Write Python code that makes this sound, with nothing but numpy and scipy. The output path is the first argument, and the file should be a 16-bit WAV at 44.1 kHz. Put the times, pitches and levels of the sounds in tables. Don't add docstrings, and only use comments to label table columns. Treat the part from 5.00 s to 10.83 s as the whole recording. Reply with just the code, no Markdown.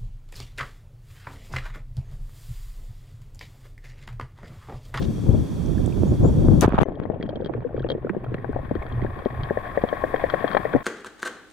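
import sys
import numpy as np
from scipy import signal
from scipy.fft import rfft, irfft, next_fast_len
from scipy.io import wavfile
from scipy.ndimage import uniform_filter1d, map_coordinates

SR = 44100
rng = np.random.default_rng(int(sys.argv[2]) if len(sys.argv) > 2 else 0)


def put_to_file(sound):
    columns = np.atleast_2d(sound).T
    safe = np.clip(columns, -1, 1)
    whole_steps = np.round(safe * 32767)
    wavfile.write(sys.argv[1], SR, whole_steps.astype(np.int16))


def linear_from_db(decibels):
    return 10 ** (np.asarray(decibels, float) / 20)


N = 257103
TIME = np.arange(N) / SR

# (time [s], gain [dB], gurgle level [dB], left over right [dB])
GAIN = [
    (1.853, 7.5, -38.5, 4.5),
    (2.2, -0.5, -34, 1.5),
    (2.7, 4, -36.5, 1),
    (3.2, 7, -39, 1),
    (3.7, 14.5, -39.5, 6.5),
    (4.3, 18.5, -38.5, 4),
    (4.9, 24, -40, 6),
    (5.55, 26, -35.5, 9.5),
    (5.83, 21, -40, 6),
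]


def unit(x):
    return x / np.sqrt(np.mean(x ** 2) + 1e-20)


def curves(rows):
    s, *columns = np.transpose(rows)
    gate = uniform_filter1d(1. * ((TIME >= s[0]) & (TIME <= s[-1])), size=60)
    return [np.interp(TIME, s, column) for column in columns] + [gate]


def sides(pan_db):
    left = 1 / (1 + linear_from_db(-2 * np.asarray(pan_db)))
    return np.sqrt(2 * np.array([left, 1 - left]))


def surges(rows, rest_db):
    power = linear_from_db(2 * rest_db)
    for s, half, db, *pan in rows:
        bell = np.exp(-((TIME - s) / half) ** 2)
        power = power + linear_from_db(2 * db) * np.outer(sides(sum(pan)) ** 2, bell)
    return np.sqrt(power)


def wobble(rate):
    knots = rng.standard_normal((2, 4000))
    return np.array([map_coordinates(k, [np.arange(N) * min(rate, 600) / SR]) for k in knots])


def filtered(x, response):
    m = next_fast_len(N + SR // 2)
    return irfft(rfft(x, m) * response(np.fft.rfftfreq(m, 1 / SR)), m)[..., :N]


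def resonant(modes):
    def response(f):
        total = 0
        for k, (c, w, db) in enumerate(modes):
            total = total + (-1) ** k * linear_from_db(db) * 1j * f * w / (c * c - f * f + 1j * f * w + 1e-9)
        return total
    return response


def rush(spectrum, alike, lump_db, lump_rate):
    f, db = np.transpose(spectrum)
    a, b = rng.standard_normal((2, N))
    turn = np.arccos(np.clip(alike, -1, 1)) / 2
    pair = np.cos(turn) * a + np.sin(turn) * np.array([b, -b])
    lumps = wobble(lump_rate)
    pair = pair * linear_from_db(lump_db * (lumps + np.clip(alike, 0, 1) * lumps[::-1]))
    return unit(filtered(pair, lambda hz: linear_from_db(np.interp(np.log(hz + 1), np.log(f), db))))


def hiss(spectrum, alike):
    return rush(spectrum, alike, 0, 1)


def scrape(t60, alike):
    a, b, c = rng.standard_normal((3, 600))
    return (alike * a + (1 - alike) * np.array([b, c])) * linear_from_db(-60 * np.arange(600) / SR / t60)


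def blip(hz, cycles, rise):
    turns = np.arange(2000) / SR * hz
    u = turns / max(cycles, .2)
    return -np.sin(2 * np.pi * turns * (1 + rise * np.minimum(u, 2))) * (u * np.exp(1 - u)) ** 1.73


def add(out, s, sound):
    at = round(s * SR)
    out[:, at:at + sound.shape[1]] += sound[:, :N - at]


def place(out, s, db, pan_db, sound):
    add(out, s, linear_from_db(db) * np.outer(sides(pan_db), sound))


def wind():
    # (frequency [Hz], level per Hz [dB])
    buffet = [(12, -45.5), (20, -9), (54, -1), (141, -0.5), (334, -9.5), (500, -33), (650, -46),
              (1100, -120)]
    whip = [(150, -37.5), (250, -1.5), (510, -7), (1610, -38.5), (2000, -62), (2600, -90.5), (4400, -120)]
    # (centre [s], half length [s], level [dB], left over right [dB])
    gusts = [(0, 0.14, -23, 5), (.33, 0.059, -16.5, 6), (.41, 0.036, -28, -10), (.55, 0.056, -28, -5),
             (.77, 0.15, -20, -11.5), (1.04, 0.052, -17, -5.5), (1.12, 0.018, -13, 2.5),
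             (1.24, 0.055, -14, -1), (1.31, 0.032, -27, -9), (1.4, 0.086, -16.5, 2.5),
             (1.53, 0.087, -13, 6.5)]
    noise = rush(buffet, alike=0.29, lump_db=-1.5, lump_rate=35)
    noise += linear_from_db(-11) * rush(whip, alike=.1, lump_db=3.5, lump_rate=60)
    return surges(gusts, rest_db=-32) * noise


def shore():
    # (frequency [Hz], level per Hz [dB])
    air = [(590, -17.5), (1000, -3), (1400, -10), (1610, -9.5), (2010, -12), (2410, -13), (3010, -17.5),
           (3270, -6.5), (3980, -17), (4360, -13.5), (5200, -16.5), (5900, -12.5), (6500, -18), (9000, -20),
           (14600, -28.5), (16000, -33)]
    return linear_from_db(-50) * hiss(air, alike=0.61)


def finger_brush():
    # (start [s], length [s], level [dB])
    rustle = (0.0069, 0.042, -38.5)
    start, length, db = rustle
    spectrum = [(1000, -2.5), (2500, -6.0), (3500, 2.5), (6000, -11), (8000, -19), (12000, -87)]
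    swell = np.exp(-((TIME - start - length / 2) / (length / 2)) ** 4)
    return linear_from_db(db) * swell * rush(spectrum, alike=0.8, lump_db=4.5, lump_rate=190)


def eddies():
    # (time [s], peak [dB], pitch [Hz], left over right [dB])
    bumps = [
        (0.291, 0, 89, 11),
        (0.877, -14, 374, -17),
        (1.034, -5, 296, -12),
        (1.233, -7, 109, -19),
        (1.485, -4.5, 340, 4),
    ]
    out = np.zeros((2, N))
    for s, db, hz, pan_db in bumps:
        place(out, s, db, pan_db, blip(hz, 0.33, rise=-0.017))
    return out


def drops():
    # (time [s], peak [dB], pitch [Hz], left over right [dB], length [cycles])
    falls = [
        (.661, -37.5, 5650, -8, 2.3),
        (.78, -37, 1600, 2, 2.8),
        (.857, -40, 3400, 0, 4.3),
        (.862, -29, 7500, -8.5, 1.6),
        (.924, -41, 2450, -1, 3.7),
    ]
    out = np.zeros((2, N))
    for s, db, hz, pan_db, cycles in falls:
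        place(out, s, db, pan_db, blip(hz, cycles, rise=0.016))
    return out


def insect():
    # (time [s], length [s], start pitch [Hz], end pitch [Hz], level [dB])
    chirps = [
        (1.057, 0.06, 6300, 7000, -54),
        (1.23, 0.072, 6650, 7290, -50),
    ]
    out = np.zeros((2, N))
    for s, length, from_hz, to_hz, db in chirps:
        u = np.arange(int(length * SR)) / (length * SR)
        hz = to_hz + (from_hz - to_hz) * np.exp(-3.5 * u) + 70 * wobble(450)[0, :len(u)]
        flutter = 1 + 0.37 * np.cos(2 * np.pi * 40 * u * length - 1.2)
        tone = np.sin(2 * np.pi * np.cumsum(hz) / SR)
        add(out, s, sides(-7)[:, None] * linear_from_db(db) * np.sin(np.pi * u) ** 0.57 * flutter * tone)
    return out


def above():
    ports_dry = uniform_filter1d(1. * (np.arange(N) < 1.61 * SR), size=400)
    return ports_dry * (wind() + shore()) + finger_brush() + eddies() + drops() + insect()


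def churn_and_spray():
    # (time [s], churn level [dB], left over right [dB])
    entry = [
        (1.603, -36, 16),
        (1.622, -19.5, 6),
        (1.65, -10.5, -3),
        (1.668, -25, 0),
        (1.776, -30, -4),
        (1.79, -11, 7),
        (1.796, -35, 3),
        (1.802, -44, 5),
        (1.804, -18.5, 12),
        (1.8195, -14.5, 13),
    ]
    # (frequency [Hz], level per Hz [dB])
    churn_spectrum = [(30, -20), (100, -2.5), (500, -18), (1100, -17), (2400, -35.5), (3300, -36.5),
                      (4400, -50), (8000, -70.5), (14000, -100)]
    spray_spectrum = [(500, -3), (1500, -6), (2800, -4.5), (6500, -9), (10600, -19.5), (16000, -30.5)]
    churn_db, pan_db, gate = curves(entry)
    peak_s, wetted_s = 1.61, 1.656
    spray_db = -24.5 - 20 * np.maximum(peak_s - TIME, 0) / 0.0029
    spray_db -= 400.5 * np.clip(TIME - peak_s, 0, wetted_s - peak_s)
    spray_db += -28.5 * (TIME > wetted_s)
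    churn = linear_from_db(churn_db) * sides(pan_db) * rush(churn_spectrum, alike=.2, lump_db=5.5, lump_rate=200)
    spray = linear_from_db(spray_db) * rush(spray_spectrum, alike=.4, lump_db=6, lump_rate=300)
    return gate * (churn + spray)


def slaps():
    # (time [s], peak [dB], pitch [Hz], left over right [dB], length [cycles])
    hits = [(1.6448, -5, 570, 5.5, 1.3), (1.6555, -10, 165, 2, 1.26), (1.6792, -4.5, 440, 2, 1.2),
            (1.7236, -16, 403, -13, 1.3), (1.7408, -8, 350, -1, 1.5), (1.6843, -21, 450, 0, 1.3),
            (1.693, -22, 1000, 3, 1.8), (1.693, -40.5, 3300, 2, 4.5), (1.723, -20, 1980, -11.5, 2.2),
            (1.733, -18, 980, -3.5, 2.6), (1.7588, -28, 2430, 0, 3.5), (1.7728, -26, 1500, 1, 2),
            (1.699, -23, 86, 2.5, 2.1), (1.748, -22, 95, 2, 1.5), (1.604, -16.5, 160, 6.5, 0.98),
            (1.7795, -13, 1354, 5.5, 3), (1.7845, -11, 1200, 21.5, 5), (1.8025, -11, 700, 18, 0.8),
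            (1.8129, -7, 761, 23, 1.1), (1.8318, -3.5, 810, 19, 0.4)]
    out = np.zeros((2, N))
    for s, db, hz, pan_db, cycles in hits:
        place(out, s, db + 1.5, pan_db, blip(hz, .52 * cycles, rise=-.18))
    return out


def film_snaps():
    # (time [s], peak [dB])
    tears = [(1.6095, -1), (1.6173, -15.5), (1.6236, -26), (1.6274, -18.5), (1.6503, -25), (1.6614, -28),
             (1.6895, -34.5), (1.7428, -41), (1.7537, -41.5), (1.787, -28.5), (1.8035, -37.5),
             (1.8140, -31), (1.8192, -26), (1.8254, -46.5), (1.8318, -24.5)]
    snaps = np.zeros((2, N))
    onset = np.minimum(np.arange(600) / 45, 1)
    for s, db in tears:
        add(snaps, s, linear_from_db(db - 1) * sides(3)[:, None] * scrape(t60=.007, alike=.4) * onset * 1.5)
    return filtered(snaps, resonant([(10300, 2800, -4), (6500, 1300, 1), (3500, 2600, -7)]))


def gulp():
    # (start [s], length [s], start pitch [Hz], end pitch [Hz], level [dB], change over its length [dB])
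    quickening = (1.6232, .022, 230, 1150, -5, -9)
    s, length, from_hz, to_hz, db, fade_db = quickening
    out = np.zeros((2, N))
    u = np.arange(int(length * SR)) / (length * SR)
    turns = np.cumsum(from_hz * (to_hz / from_hz) ** (u ** 1.3)) / SR
    saw = uniform_filter1d(turns % 1 * 2 - 1, size=14, mode="constant")
    add(out, s, sides(14 - 22 * u) * linear_from_db(db + fade_db * u) * saw * np.minimum(1, 8 * (1 - u)))
    return out


def port_seals():
    # (time [s], level [dB], left over right [dB], push 1 or pull -1)
    steps = [
        (1.791, -4.5, -26, -1),
        (2, -7, 24, -1),
        (1.8185, 0, 25, 1),
        (1.8247, -1, -20, 1),
        (1.8326, -12, 24, 1),
    ]
    out, t = np.zeros((2, N)), np.arange(900) / SR
    settling = np.exp(-t / 0.0018) * np.cos(2 * np.pi * 124 * t) * (1 - np.exp(-t / 0.00023)) ** 2
    for s, db, pan_db, sign in steps:
        place(out, s, db, pan_db, np.sign(sign) * settling)
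    return out


def groan():
    # (frequency [Hz], level per Hz [dB])
    groan_spectrum = [(70, 9), (100, 8.5), (120, 19), (138, 14.5), (152, 5.5), (200, -56)]
    sway_spectrum = [(15, 7.5), (30, 9), (60, 7.5), (100, 9.5), (200, -64)]
    # (centre [s], half length [s], level [dB])
    swings = [(1.86, 0.053, -40.5), (2.3, 0.056, -42.5), (2.58, 0.035, -33), (2.81, 0.045, -29.5),
              (2.93, .04, -42), (3.0, 0.18, -46), (3.3, 0.06, -34.5), (3.55, 0.1, -33.5), (3.98, 0.09, -30),
              (4.41, 0.045, -28.5), (5.77, 0.038, -44)]
    # (centre [s], half length [s], level [dB], pitch [Hz], glide [Hz/s])
    moans = [
        (3.3, 0.066, -30.5, 117.2, -120),
        (3.601, .07, -33.5, 121.6, -200),
        (3.98, 0.064, -24, 122.5, -29),
        (4.082, 0.047, -30.5, 81, 58),
        (4.4, 0.046, -28, 125, 20),
        (4.39, 0.046, -31, 78.5, 300),
    ]
    rest_db = -45.5
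    swing = surges(swings, rest_db)
    smeared = uniform_filter1d(swing, SR) / linear_from_db(rest_db)
    sway = linear_from_db(-47.5 + 0.2 * curves(GAIN)[0]) * smeared ** 0.82
    low = swing * hiss(groan_spectrum, alike=0.96)
    low += sway * rush(sway_spectrum, alike=0.96, lump_db=3.5, lump_rate=10)
    for s, half, db, hz, glide in moans:
        t = TIME - s
        low += linear_from_db(db) * np.exp(-(t / half) ** 2 / 2) * np.sin(2 * np.pi * t * (hz + glide * t / 2))
    return low


def water_rush():
    # (frequency [Hz], level per Hz [dB])
    flow_spectrum = [(400, -10.5), (700, -0.5), (920, -8.5), (1080, -3.5), (1400, -14), (1650, -6.5),
                     (1850, -5.5), (2150, -13.5), (2500, -19), (2850, -31.5), (3270, -22.5), (4300, -35),
                     (5300, -47), (8000, -79), (12000, -110)]
    cavity_whine = [(900, -43.5), (1040, -2.5), (1080, 4.5), (1120, -0.5), (1300, -48)]
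    gain_db, _, pan_db, _ = curves(GAIN)
    flow = rush(flow_spectrum, alike=0.46, lump_db=2.3, lump_rate=150)
    flow += 0.5 * sides(5.2)[:, None] * rush(cavity_whine, alike=0.091, lump_db=1.0, lump_rate=33)
    return flow * linear_from_db(-59 + gain_db) * sides(0.91 * pan_db)


def circuit_hiss():
    # (frequency [Hz], level per Hz [dB])
    circuit = [(2940, -29), (5000, -2.5), (6100, -16), (8380, -7), (13500, -5), (16000, -17.5)]
    lift_db = np.maximum(curves(GAIN)[0], 1.5) * (TIME > 2)
    return linear_from_db(-87.5 + lift_db) * hiss(circuit, alike=0.21)


def froth(count):
    out = np.zeros((2, N))
    for when, pitch, life, size, side in rng.random((count, 5)):
        lowest_hz = 170 if side < .4 else 285
        swing = blip(lowest_hz * 2.25 ** pitch, .5 + 0.72 * life, rise=0.036)
        place(out, 1.86 + 3.97 * when ** 1.5, -4 * np.log(size + 0.069), 24 * (side - .5), swing)
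    return unit(out)


def gurgle():
    # (frequency [Hz], level per Hz [dB])
    gurgle_spectrum = [(70, -42), (130, 6.5), (430, -5), (900, -13), (1700, -26), (3200, -35.5),
                       (5000, -64), (8000, -110)]
    _, gurgle_db, pan_db, _ = curves(GAIN)
    mixed = .75 * rush(gurgle_spectrum, alike=.3, lump_db=5.5, lump_rate=90) + 0.56 * froth(count=520)
    return linear_from_db(gurgle_db) * sides(0.75 * pan_db) * mixed


def water():
    submerged = curves(GAIN)[-1]
    return submerged * (groan() + water_rush() + circuit_hiss() + gurgle())


def bubbles():
    # (time [s], peak [dB], pitch [Hz], left
    # over right [dB], length [cycles])
    air_bubbles = [(1.857, -22, 414, 11.5, 0.87), (1.886, -15.5, 328, 26, 0.38), (2.054, -17, 430, 20, 0.51),
                   (2.1, -11, 352, 15.5, 0.58), (2.2, -21, 320.1, 0, 0.75), (2.228, -23.5, 367, 16.5, 0.8),
                   (2.29, -24, 504, 19, 2.8), (2.403, -19, 385, 5, 1), (2.42, -23, 429, 15, 2),
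                   (2.461, -20, 370, 5, 1), (2.495, -16.5, 587, -18, 1.17), (2.549, -22, 435, 3.5, 1.9),
                   (2.578, -22.5, 436, -14, 1.35), (2.647, -20, 448.5, 11, 4.4), (2.744, -19, 417, 6, 2),
                   (2.778, -22.5, 460, 6.5, 2), (2.846, -15, 410, 5.5, 1.17), (2.901, -18.5, 464, 11, 2),
                   (2.9161, -18.5, 408, -3, 1.05), (2.888, -23, 476, 4, 1), (2.923, -20.5, 434, 3.5, 1.14),
                   (2.95, -17.5, 395, 3, 1.35),
                   (3.0465, -17, 400, 2, 1.76), (3.068, -26, 520, 7, 2.1), (3.096, -17, 340, -14, 3),
              (3.1655, -16.5, 356, 7, 1.3), (3.3452, -16, 320, 1, 0.68), (3.445, -17, 600, 24, 0.65),
              (3.491, -24.5, 383, 7, 2.4), (3.563, -16.5, 582, 16, 1.4), (3.59, -24, 557, 22, 1.5),
              (3.711, -15, 479, 7, 1.34), (3.754, -17, 342, 5.5, 1.25), (4.021, -20, 302.7, -11, 2.1),
              (4.048, -13.5, 347, 10, 0.53), (4.259, -9.5, 395, 7, 0.81), (4.508, -10.5, 404, 7, 0.88),
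              (4.838, -6.5, 405, 7, 0.72), (5.568, -5, 624, 30, 0.78), (5.737, -14.5, 420, -1, 1.46),
              (5.749, -6, 372, 13, 0.88), (5.76, -11.5, 510, 9, 1),
                   (1.919, -26.5, 570, -5, 1.5), (1.963, -31, 329, 18, 0.93), (2.015, -25, 380, 9, 1.1),
             (2.16, -25.5, 450, 10, 1.5), (2.238, -22, 300, -0.5, 0.96), (2.259, -25.5, 240, 1, 1.1),
             (2.336, -33, 600, 8, 1.6), (2.356, -23.5, 418, 4.5, 1.36), (2.37, -27, 520, 4, 2),
             (2.62, -35, 550, 9, 1.25), (2.707, -36, 520, 8, 1.2), (2.8045, -24, 380, 7, 1.14),
             (3.148, -22, 452, -1, 0.73), (3.242, -34, 558, 9, 1.3), (3.263, -29, 500, 6, 1.1),
             (3.318, -23.5, 354, 4, 1.6), (3.383, -28, 260, -3, 0.89), (3.53, -30.5, 700, 12, 1.5),
             (3.681, -30, 300, 4, 0.72), (3.819, -27.5, 750, 4, 1.5), (3.853, -27, 500, 8, 0.66),
             (3.995, -26, 700, 9, 0.9), (3.493, -22.5, 238, 1, 1.2), (3.56, -19.5, 270, 3, 0.8),
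             (3.711, -17.5, 228, 5.5, 1.3), (5.751, -15, 212, 7, 2.1), (5.572, -13, 815, 20, 0.97)]
    # (time [s], peak [dB])
    seam_leak = [
        (4.572, -12.5),
        (4.774, -10),
        (4.927, -13),
        (5.038, -10.5),
        (5.141, -10),
        (5.239, -9.5),
        (5.338, -9.5),
        (5.442, -10.5),
        (5.548, -10),
        (5.652, -12.5),
    ]
    out, t = np.zeros((2, N)), np.arange(1800) / SR
    gain_db = curves(GAIN)[0]
    loose = [(*row, -32 + 0.3 * gain_db[round(row[0] * SR)]) for row in air_bubbles]
    leak = [(s, db, 510, 13.5, 1.61, -10.5) for s, db in seam_leak]
    for s, db, hz, pan_db, cycles, knock_db in loose + leak:
        left, right = linear_from_db(db + 3.5) * sides(pan_db)
        near = blip(hz, 0.5 * cycles, rise=0.026)
        far = blip(0.546 * hz, 0.75 * cycles, rise=0.036)
        pop = np.array([left * near, right * (0.64 * near + 0.48 * far)])
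        add(out, s, pop)
        burble = rng.standard_normal((2, 1800)) * linear_from_db(-60 * t / 0.033) * (t > .004)
        add(out, s, linear_from_db(-6) * signal.fftconvolve(pop, burble / np.linalg.norm(burble[0]), axes=1))
        knock = blip(1780 + 60 * rng.standard_normal(), 2.4, rise=0)
        place(out, s + 0.00203, db + knock_db, 1.8, knock)
    return out


def specks():
    # (time [s], peak [dB], left over right [dB])
    pricks = [(1.8856, -58.5, 6), (1.9989, -57.5, -2.5), (2.0328, -66, -1), (2.0613, -63.5, 1.5),
              (2.2258, -63.5, -1), (2.2615, -65.5, -0.5), (2.2944, -67, -3), (2.3954, -65, -1),
              (2.4694, -66, -3), (2.51, -63.5, -2), (2.5674, -64.5, -1.5), (2.6508, -67.5, -0.5),
              (2.6854, -73, 1), (2.8883, -62, 0.5), (2.9008, -57, -1.0), (2.916, -58.5, 2),
              (3.0933, -60, -5), (3.2409, -54, -5.5), (3.3428, -55, -1), (3.5254, -57, 1),
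              (3.8307, -50.5, 4), (3.8906, -54.5, -2.5), (5.5687, -53, 1.5), (5.7653, -47, 2)]
    clicks = np.zeros((2, N))
    for s, db, pan_db in pricks:
        add(clicks, s, linear_from_db(db + 9) * sides(pan_db)[:, None] * scrape(t60=.0035, alike=.8))
    return filtered(clicks, resonant([(8220, 7500, 0.5)]))


def housing_ticks():
    # (time [s], peak [dB])
    joint_ticks = [(1.921, -56), (1.9989, -56), (2.035, -47.5), (2.4726, -53), (2.6055, -54.5),
                   (2.7646, -52), (3.245, -50), (3.385, -55), (3.3427, -38.5), (3.7524, -40), (3.8237, -53),
                   (3.8651, -44.5), (4.19, -43.5), (4.8182, -38), (5.1602, -33), (5.2077, -39),
                   (5.2998, -29), (5.3438, -35), (5.4783, -31), (5.5139, -32), (5.5309, -32), (5.548, -31),
                   (5.5705, -25)]
    thin_ticks = [(1.954, -50.5), (2.2084, -49.5), (2.2265, -33), (2.262, -46), (2.291, -34), (2.357, -38),
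                  (2.4465, -36), (2.4594, -33), (2.795, -43.5), (2.8214, -43), (2.773, -52), (2.412, -51),
                  (2.296, -42), (2.47, -45.5), (2.614, -56), (5.326, -41), (4.018, -44), (2.8886, -33),
                  (2.9012, -23.5), (2.9164, -29), (3.9232, -41.5), (4.251, -39.5), (4.4337, -31.5),
                  (4.8884, -32), (5.3984, -40), (5.488, -39), (5.523, -38), (5.718, -42), (5.732, -35.5),
                  (5.2992, -24)]
    thick_ticks = [
        (2.537, -56),
        (3.0945, -52),
        (3.4426, -68),
        (5.733, -49.5),
    ]
    # (centre [Hz], width [Hz], level [dB])
    thin_wall = [(3210, 100, 12), (4270, 800, -1), (5360, 2600, -38)]
    thick_wall = [(980, 650, 5.5), (1820, 530, 6.5), (2390, 210, 1)]
    thin, thick = np.zeros((2, N)), np.zeros((2, N))
    for rows, thick_db in [(thin_ticks, -9.5), (joint_ticks, 5.5), (thick_ticks, 24)]:
        for s, db in rows:
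            scratch = linear_from_db(db) * (scrape(t60=0.005, alike=0.59) * 1.63 + 0.3 * scrape(t60=0.042, alike=0.5))
            add(thin, s, scratch)
            add(thick, s, linear_from_db(thick_db) * scratch)
    rings = linear_from_db(16.0) * filtered(thin, resonant(thin_wall))
    rings += linear_from_db(16.5) * filtered(thick, resonant(thick_wall))
    pan_db = curves(GAIN)[2]
    return sides(1.1 * pan_db) * filtered(rings, lambda hz: 1 / (1 + 1j * hz / 5200) ** 4)


def plinks():
    # (time [s], peak [dB], pitch [Hz], left over right [dB])
    tiny = [(1.999, -44, 1876, 6), (2.0552, -39, 1900, 12), (2.2112, -35, 1880, 3), (2.2613, -43, 1820, 2),
            (2.3224, -45, 1660, 6), (2.3915, -50, 1630, 1.5), (2.4204, -44, 1470, 1.0),
            (2.6419, -42.5, 1560, 3), (2.6888, -44, 1438, 2), (2.7654, -41, 1465, -1),
            (2.777, -38.5, 1200, -4), (2.7953, -36, 1560, 4), (2.8004, -39, 1620, 3),
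            (2.829, -35.5, 1360, 0.0), (2.8414, -36, 1690, 0), (3.0462, -39, 1460, 1.5),
            (3.0694, -33.5, 1320, -11), (3.1496, -41, 1605, 4), (3.2655, -37, 1320, -1.0),
            (3.381, -33, 1860, 5.0), (3.4444, -27.5, 1500, 15), (3.5309, -35, 1480, 3.5),
            (3.7638, -34.5, 1730, 3.5), (3.8245, -30, 2140, -14), (4.0175, -28, 1930, -11),
            (4.0642, -29, 1670, 4), (4.4993, -23.5, 1660, 5.0), (4.6548, -27.5, 1640, 3.0),
            (5.7364, -20, 1510, 4.0), (5.7624, -26, 1866, 2.5),
            (2.227, -36.5, 2300, -0.5),
        (3.1, -40.5, 2500, -2),
        (2.8421, -40, 2600, 1),
        (2.7643, -48, 2200, 0),
        (2.773, -46.5, 2300, 0),
        (3.342, -37, 2640, -2),
        (3.241, -43, 2400, 4),
    ]
    out = np.zeros((2, N))
    for s, db, hz, pan_db in tiny:
        place(out, s, db - 0.5, pan_db, blip(hz, 2.5, rise=0.012))
    return out


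def scene():
    surface = above() + churn_and_spray() + slaps() + film_snaps() + gulp() + port_seals()
    left, right = water() + bubbles() + specks() + housing_ticks() + plinks()
    return surface + np.array([np.roll(left, 2), right])


def low_pass(x):
    return signal.sosfilt(signal.butter(12, 16410, fs=SR, output="sos"), x)


def record(dry):
    # (centre [Hz], width [Hz])
    whine_notches = [(2040, 82), (3063, 72), (4095, 120), (5111, 210), (6132, 26)]

    def response(f):
        passed = 1. * (f < 15900)
        for c, w in whine_notches:
            passed = passed * (c * c - f * f) / (c * c - f * f + 1j * f * w)
        return passed

    x = filtered(dry, response)
    x = x / (1 + np.abs(x / .98) ** 6) ** (1 / 6)
    return low_pass(x)


dry = scene()
out = record(dry)
put_to_file(out)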